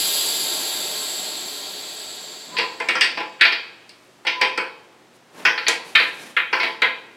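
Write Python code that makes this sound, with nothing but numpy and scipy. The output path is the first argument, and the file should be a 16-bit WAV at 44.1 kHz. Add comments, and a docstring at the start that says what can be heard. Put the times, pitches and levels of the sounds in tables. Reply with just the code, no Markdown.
"""Air hisses from the drain valve under a steel tank and dies away as the pressure falls, over a faint hum.
The hiss is coloured noise with a lip tone and a gliding whistle; room tone and two sines lie beneath it.
Soft noise swells, mostly sleeve strokes, rustle while someone on the workshop floor works at the fitting.
The stiff valve squeals on a note of the shell. Steel clanks as decaying noise bursts, and the modes of
the tank and valve ring on as damped sines."""
import sys
import numpy as np
from scipy import signal
from scipy.fft import rfft, irfft, next_fast_len
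from scipy.io import wavfile
from scipy.ndimage import map_coordinates

SR = 44100
rng = np.random.default_rng(int(sys.argv[2]) if len(sys.argv) > 2 else 0)


def bounce(signal):
    """Save signal as a 16-bit WAV file at the path given by the first command-line argument."""
    frames = np.transpose(np.atleast_2d(signal))
    limited = np.clip(frames, -1, 1)
    pcm = np.round(limited * 32767).astype(np.int16)
    wavfile.write(sys.argv[1], SR, pcm)


N = 315756
TIME = np.arange(N) / SR
PING_HZ = 1003  # the shell's clearest note

# stereo spread of the air: f/Hz, side against mid level/dB
AIR_SPREAD = [(60, -9), (290, -20.5), (2500, -39.5), (7000, -18), (14000, -5)]


def amp(db):
    """Logarithmic level: decibels become an amplitude gain."""
    return np.exp(np.asarray(db) * np.log(10) / 20)


def unit(x):
    """Power normalisation: the signal is scaled to rms 1."""
    return x / np.sqrt(np.mean(x ** 2) + 1e-20)


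def along(points, hz):
    """Logarithmic pitch scale: (f/Hz, value) points are interpolated on a log axis."""
    f, v = np.transpose(points)
    return np.interp(np.log(hz + 1), np.log(f + 1), v)


def curve(points, axis=1):
    """Linear interpolation: one column of a table against time, one value per sample."""
    columns = np.transpose(points)
    return np.interp(TIME, columns[0], columns[axis])


def wobble(rate):
    """Slow random modulation: a smooth curve through random knots, rate knots a second."""
    knots = rng.standard_normal(int(N * rate / SR) + 4)
    return map_coordinates(knots, [TIME * rate], mode="nearest")


def shape(points, shift=1):
    """Spectral envelope: gain of (f/Hz, level/dB) points scaled in pitch, falling below the first point."""
    return lambda hz: amp(along(points, hz / shift)) * np.minimum(hz / shift / points[0][0], 1)


def resonances(rows):
    """Resonance: the summed gain of peaks with steep skirts, one per (f/Hz, width/Hz, level/dB) row."""
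    return lambda hz: sum(amp(db) / (1 + ((hz - centre) / width) ** 2 * 2) for centre, width, db in rows)


def ripple(step_hz, depth_db):
    """Spectral colouration: a random gain along frequency, with a new knot every step_hz."""
    knots = np.random.default_rng(rng.integers(2 ** 31)).uniform(-1, 1, size=2048)
    return lambda hz: amp(depth_db * np.interp(hz / step_hz, np.arange(len(knots)), knots))


def noise(*gains, spread=None, size=N):
    """Linear filtering: white mid and side noise takes each gain in turn, giving stereo of rms 1."""
    # default stereo spread, for all but the air and thumps: f/Hz, side against mid level/dB
    near_spread = [(40, 9), (300, -22.5), (4000, -19), (8000, -16.5), (14000, -44.5)]
    if spread is None:
        spread = near_spread
    m = next_fast_len(size)
    hz = np.fft.rfftfreq(m, 1 / SR)
    colour = np.prod([gain(hz) for gain in gains], axis=0)
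    mid_side_gain = [colour, colour * amp(along(spread, hz))]
    mid, side = irfft(rfft(rng.standard_normal((2, m))) * mid_side_gain, m)[:, :size]
    return unit(np.array([mid + side, mid - side]))


def gliding(pitch_hz, width_hz):
    """Frequency shifting: the analytic signal of a noise band is turned so its centre follows a pitch."""
    centre = np.mean(pitch_hz)
    source = noise(resonances([(centre, width_hz, 0)]), spread=AIR_SPREAD)
    band = signal.hilbert(source, next_fast_len(N))[:, :N]
    return np.real(band * np.exp(2j * np.pi * np.cumsum(pitch_hz - centre) / SR))


def air():
    """Jet turbulence sounds the valve's lip and bore; the highest band fades fastest as the tank empties."""
    # broad low rush: f/Hz, level/dB
    rush_spectrum = [(45, -70), (125, -16), (240, -2.5), (410, 2), (980, -1.5), (1300, -6.5), (2400, -5),
                     (5000, -34.5)]
    # hiss of the jet: f/Hz, level/dB
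    jet_spectrum = [(1500, -30), (3300, -3), (4550, 1.5), (5050, -8), (5500, -14.5), (7000, -9.5),
                    (8600, -18.5), (11000, -30)]
    # tone of the jet on the valve's lip: t/s, f/Hz
    lip_pitch = [(0, 4813), (.55, 4697), (1.3, 4305), (2, 4536)]
    # whistle of the bore: t/s, f/Hz before wobble, level/dB over its share of the flow
    whistle_track = [(0, 7690, -1.5), (.7, 7560, -1), (.86, 7720, 0), (1.18, 7650, 4), (1.4, 7550, 1),
                     (1.75, 7640, -2.5), (1.98, 7710, 2), (2.45, 7540, 1.5), (3.4, 7615, 0.5)]
    # overtones of the bore: f/Hz, width/Hz, level/dB
    bore_overtones = [(10430, 660, 4.5), (12500, 900, 0.5), (14000, 1900, -18)]
    # the flow sinks steadily, then faster once the tank is nearly empty
    fall_db_per_s, nearly_empty_s, last_fall_db_per_s = 6.5, 2.33, 19.5
    choked_db = -4.5  # down to this flow the outlet is choked and the low rush holds steady
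    # base level (dB), and dB lost for each dB of flow
    rush_db, rush_follows = -31.5, 0.88
    jet_base_db, jet_follows = -23.5, 0.99
    fizz_db, fizz_follows = -26.5, 1.63
    whistle_db, whistle_follows = -27.5, 1.2
    lip_db, lip_width_hz = -8, 185  # level against the jet

    early_fall_db = fall_db_per_s * np.minimum(TIME, nearly_empty_s)
    late_fall_db = last_fall_db_per_s * np.maximum(TIME - nearly_empty_s, 0)
    flow_db = -early_fall_db - late_fall_db
    jet_db = jet_base_db + jet_follows * flow_db
    drive_db = whistle_follows * flow_db + curve(whistle_track, axis=2)
    # reflections from the floor and the tank's belly colour the hiss, drawn as a random ripple
    comb = ripple(step_hz=25.12, depth_db=6)
    rush_level = amp(rush_db + rush_follows * np.minimum(flow_db, choked_db))
    rush = rush_level * noise(shape(rush_spectrum), comb, spread=AIR_SPREAD)
    jet = amp(jet_db) * noise(shape(jet_spectrum), comb, spread=AIR_SPREAD)
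    lip = amp(jet_db + lip_db) * gliding(curve(lip_pitch), width_hz=lip_width_hz)
    whistle_hz = curve(whistle_track) + 30 * wobble(6.0)
    whistle = amp(whistle_db + drive_db + 0.58 * wobble(13)) * gliding(whistle_hz, width_hz=370)
    fizz_level = amp(fizz_db + fizz_follows * flow_db + 0.58 * wobble(13.0))
    fizz = fizz_level * noise(resonances(bore_overtones), comb, spread=AIR_SPREAD)
    return rush + jet + lip + whistle + fizz


def workshop():
    """Steady background: coloured noise for still air, and hum sines modulated in level and phase."""
    # still air: f/Hz, level/dB
    room_tone = [(25, -21), (90, -13), (125, -3.5), (320, 3.5), (3000, -9), (8000, -18), (16000, -31.5)]
    # hum: f/Hz, rms level/dB about which each sine wanders
    hum_lines = [(120, -71.5), (361, -67)]
    hum = sum(amp(db + wobble(1.7)) * np.sqrt(2) * np.sin(2 * np.pi * hz * TIME + .5 * wobble(1.2))
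              for hz, db in hum_lines)
    return amp(-53.5) * noise(shape(room_tone)) + hum


def soft_swells():
    """Amplitude modulation: noise swells and fades, mostly for the sliding friction of sleeves."""
    # soft noise swells, mostly sleeve strokes; the faint low one at 4.9 s stands for the shell's ringing:
    # loudest moment t/s, half length/s, body level/dB, swish level/dB
    swell_rows = [(2.589, 0.1, -41, -65), (2.95, 0.28, -45, -68), (4.06, 0.25, -64, -63.5),
                  (4.9, 0.24, -64, -77), (5.16, .025, -67, -62), (5.419, 0.061, -38, -47),
                  (5.67, 0.16, -53, -60), (5.884, 0.043, -48.5, -49), (6.02, 0.12, -45.5, -47.5),
                  (6.248, 0.098, -45, -47), (6.635, 0.1, -50, -52.5), (7, 0.44, -56, -71)]
    # body of the swells: f/Hz, level/dB
    body_spectrum = [(55, -52), (170, 3), (400, 5), (2500, -5), (9000, -31)]
    # treble of the swells: f/Hz, level/dB
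    swish_spectrum = [(1500, -2), (3500, 4), (11000, -2), (16000, -19)]
    body, swish = sum(amp([[body_db], [swish_db]]) * np.exp(-((TIME - s) / half) ** 2)
                      for s, half, body_db, swish_db in swell_rows)
    unevenness = amp(1.5 * wobble(60) + 1.3 * wobble(11))
    return unevenness * (body * noise(shape(body_spectrum)) + swish * noise(shape(swish_spectrum)))


def ringing(hz, t):
    """Modal vibration: one sine per mode, its phase a random walk that stands for the room's echoes."""
    walk = np.cumsum(rng.standard_normal((len(hz), len(t)), dtype=np.float32), axis=1) / np.sqrt(SR)
    cycles = hz[:, None] * t + rng.random((len(hz), 1))
    return np.sin((2 * np.pi * cycles + 4.96 * walk).astype(np.float32))


def stroke(start, length, rise, t60):
    """Sustained excitation: a level that rises up to its start, holds for its length and decays."""
    return np.clip((TIME - start) / rise + 1, 0, 1) * amp(-60 * np.maximum(TIME - start - length, 0) / t60)


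def squeals():
    """Stick-slip friction: the stiff valve sings on the shell's note as it turns."""
    # squeals of the valve: start of the hold t/s, hold/s, level/dB
    squeal_rows = [(2.61, 0.036, -29), (4.442, 0.021, -25)]
    rise_s, t60_s = 0.1, 0.34
    level = sum(amp(db) * stroke(s, length, rise_s, t60_s) for s, length, db in squeal_rows)
    return level * unit(ringing(np.array([PING_HZ]), TIME))


def fade(t, t60, echo_db, echo_t60):
    """Two-stage decay: the steel dies quickly, the workshop's echo more slowly."""
    return np.hypot(amp(-60 * t / t60), amp(echo_db - 60 * t / echo_t60))


def clanks():
    """Impact excitation: each contact gives a tick, clang, edge and knock, and leaves the modes ringing."""
    # steel on the valve and the tank's foot: t/s, blow level/dB, relative knock level/dB,
    # relative edge level/dB, relative tick level/dB, clang centre f/Hz, edge centre f/Hz
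    contacts = [(2.567, -15, -36, 0.5, -36, 2350, 4500), (2.585, -9, -17, -3, -26, 2240, 4630),
                (2.801, -17, -14.5, -13, -21, 1840, 4900), (2.887, -6.5, -25, -18, -20.5, 2020, 5170),
                (2.953, -11.5, -19, -8.5, -27.5, 1580, 5300), (3.010, -2.5, -30.5, -5.5, -16.5, 2275, 4970),
                (3.044, -15.5, -27, -6.5, -17, 2300, 5160), (3.173, -17, -14.5, -9, -31, 2100, 5000),
                (3.203, -21, -9, -15, -28, 2000, 4800), (3.410, 0, -32, -6, -31, 1970, 4220),
                (3.45, -5.5, -26.5, -4.5, -44, 2320, 4230), (3.522, -13, -24.5, -2.5, -39, 2050, 4620),
                (3.893, -39, -30, 2, -7.5, 2490, 4740), (4.250, -26, -11.5, -9, -24, 1790, 4600),
                (4.268, -7, -25, -13, -31.5, 2500, 5100), (4.413, -4.5, -21, -9, -24.5, 2120, 5150),
                (4.576, -11.5, -16.5, -9.5, -21, 1560, 4640), (5.451, -2, -23.5, -10.5, -30.5, 1800, 5320),
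                (5.577, -14, -24.5, -4, -39, 1780, 4460), (5.666, -10.5, -27, -1.5, -45.5, 2250, 4300),
                (5.683, -8.5, -19, -9, -4.5, 1950, 4350), (5.951, 0.5, -35.5, -8.5, -45, 1980, 4070),
                (5.997, -6.5, -26, -7, -44, 2040, 4100), (6.366, -4.5, -31, -14, -45, 1770, 3580),
                (6.528, -7, -17.5, -10, -50, 1600, 4840), (6.599, -10.5, -23.5, -6, -50, 1860, 4670),
                (6.631, -9.5, -19, -18, -32.5, 2280, 4800), (6.819, -2.5, -24, -9.5, -33, 1840, 4080)]
    # modes of the tank's shell: f/Hz, level/dB before excitation, t60/s
    tank_modes = [(342, -15, .4), (459, -18, .75), (516, -11, .65), (662, -11, .45), (857, -9.5, .41),
                  (1017, -11, .55), (1338, -14, .62), (1394, -3, .3), (1618, -12, .7), (1794, 1, .28),
                  (1917, -4, .38), (2080, 0, .25), (2240, 0, .38), (2347, -1, .33), (2407, -3, .52),
                  (2508, -1, .3), (2556, -10, .85), (2778, -3, .3), (3123, -9, .6), (3304, -7, .3),
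                  (3354, -12, .66), (3784, -14, .64)]
    # modes of the valve: f/Hz
    valve_modes = [4473, 4587, 4610, 4710, 5011, 5230, 5560]
    # resonances of the valve body: f/Hz, width/Hz, level/dB
    valve_body = [(5070, 370, 14.5), (7940, 160, 9.5), (8720, 81, 12.5)]
    # spectra of the low knock, middle clang, bright edge, sharp tick and deep thump: f/Hz, level/dB
    knock_spectrum = [(35, -51), (90, -29), (200, -10), (480, 3.5), (580, -11.5), (820, 4.5), (1100, 5),
                      (2500, -80)]
    clang_spectrum = [(600, -55), (1200, -6), (1800, 5.5), (2400, 6), (3400, -1), (4200, -6), (7000, -39)]
    edge_spectrum = [(3000, -30), (4250, -0.5), (4750, -4), (5300, -12), (6400, -33.5), (14000, -71)]
    tick_spectrum = [(3500, 3), (5800, 1), (10000, -10), (13000, -23), (16000, -47)]
    thump_spectrum = [(25, 5.5), (55, -4), (130, -20), (400, -69)]
    ping_db, ping_t60_s = 11.5, 0.42  # level against the knock
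    thump_db, thump_grows = -60, 2  # base level, and dB gained for each dB of blow
    valve_db, valve_t60_s = -14, 0.32  # level against the edge
    peak_db, peak_width_hz = 4.5, 19.5  # gain the modes add to the noise spectra
    mode_scatter_db = 3.5  # from contact to contact
    blow_low_hz = 128  # the blows are cut away steeply below this; the thump is left whole

    size = 3 * SR // 4  # samples in a blow
    lead = SR // 50  # samples in a slip
    out, t = np.zeros((2, N + 2 * SR)), np.arange(size) / SR
    hz, level, life = np.transpose(tank_modes)
    low = hz < 1200
    low_cut = signal.butter(4, blow_low_hz, "high", fs=SR, output="sos")
    mode_fade = amp(level[:, None] - 60 * t / life[:, None])
    valve_hz, grid = np.array(valve_modes), np.arange(SR // 2)
    peaks = 2.5 + resonances([(f, peak_width_hz, peak_db) for f in [*hz, *valve_hz]])(grid)
    for s, db, knock_db, edge_db, tick_db, clang_hz, edge_hz in contacts:
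        # the same strong modes stand out of every blow;
        # a random ripple, drawn anew for each blow, varies the rest of its colour
        blow_ripple = ripple(step_hz=24.03, depth_db=8.5)
        shell = lambda f: np.interp(f, grid, peaks) * blow_ripple(f)
        bright = shape(edge_spectrum, edge_hz / 4600)
        clang_noise = noise(shape(clang_spectrum, clang_hz / 2100), shell, size=size)
        clang = amp(2.0) * clang_noise * fade(t, 0.32, -20.5, 0.95)
        edge = amp(edge_db) * noise(bright, shell, size=size) * fade(t, 0.2, -9.0, 0.58)
        knock_noise = noise(shape(knock_spectrum), shell, size=size)
        knock = amp(knock_db + 11.0) * knock_noise * fade(t, 0.41, -12, 1.0)
        # the first contacts land on the valve and ring its body; the later ones snap on the tank's foot
        on_valve = s < 5
        snap = lambda f: shape(tick_spectrum)(f) + on_valve * resonances(valve_body)(f)
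        tick = amp(tick_db + 15.5) * noise(snap, size=size) * fade(t, 0.036, -13.0, 0.3)
        # a strong knock drives the low modes harder; every contact meets the modes at new strengths
        drive_db = np.where(low, knock_db + 14.5, -11)
        strength = amp(drive_db + rng.normal(0, mode_scatter_db, len(hz)))
        ring = strength @ (mode_fade * ringing(hz, t))
        valve_fade = amp(edge_db + valve_db - 60 * t / valve_t60_s)
        ring += valve_fade * (bright(valve_hz) @ ringing(valve_hz, t))
        # one note of the shell swells after the contact
        ping_fade = amp(knock_db + ping_db - 60 * t / ping_t60_s)
        ping = ping_fade * ringing(np.array([PING_HZ]), t) * (1 - np.exp(-t / 0.014))
        # the shell takes a moment to fill with sound; the tick comes at once
        blow = (clang + edge + knock + ring + ping) * (1 - np.exp(-t / 0.00084)) + tick
        # the low thump weakens faster than the blow, so it matters only in the hardest
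        thump_noise = noise(shape(thump_spectrum), spread=[(50, -15.5)], size=size)
        thump = amp(thump_db + thump_grows * db - 60 * t / 0.15) * thump_noise
        start = round(s * SR)
        out[:, start:][:, :size] += amp(db - 11.0) * signal.sosfilt(low_cut, blow) + thump
        # on the valve the steel slips for a moment before it catches
        slip_noise = noise(shape(clang_spectrum, clang_hz / 2300), size=lead)
        slip = on_valve * amp(db - 31.0) * np.linspace(0, 1, lead) * slip_noise
        out[:, start - lead:][:, :lead] += slip
    return out[:, :N]


def scene():
    """Linear superposition: the sources add, with the steel 0.3 dB stronger on the left."""
    steel = (clanks() + squeals()) * amp([[.15], [-.15]])
    return air() + workshop() + soft_swells() + steel


def record(dry):
    """Soft saturation rounds off the highest peaks; a band limit keeps nothing above top_hz."""
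    top_hz = 15850
    rounded = dry / (1 + np.abs(dry / .95) ** 6) ** (1 / 6)
    m = next_fast_len(N + SR)
    return irfft(rfft(rounded, m) * (np.fft.rfftfreq(m, 1 / SR) < top_hz), m)[:, :N]


dry = scene()
out = record(dry)
bounce(out)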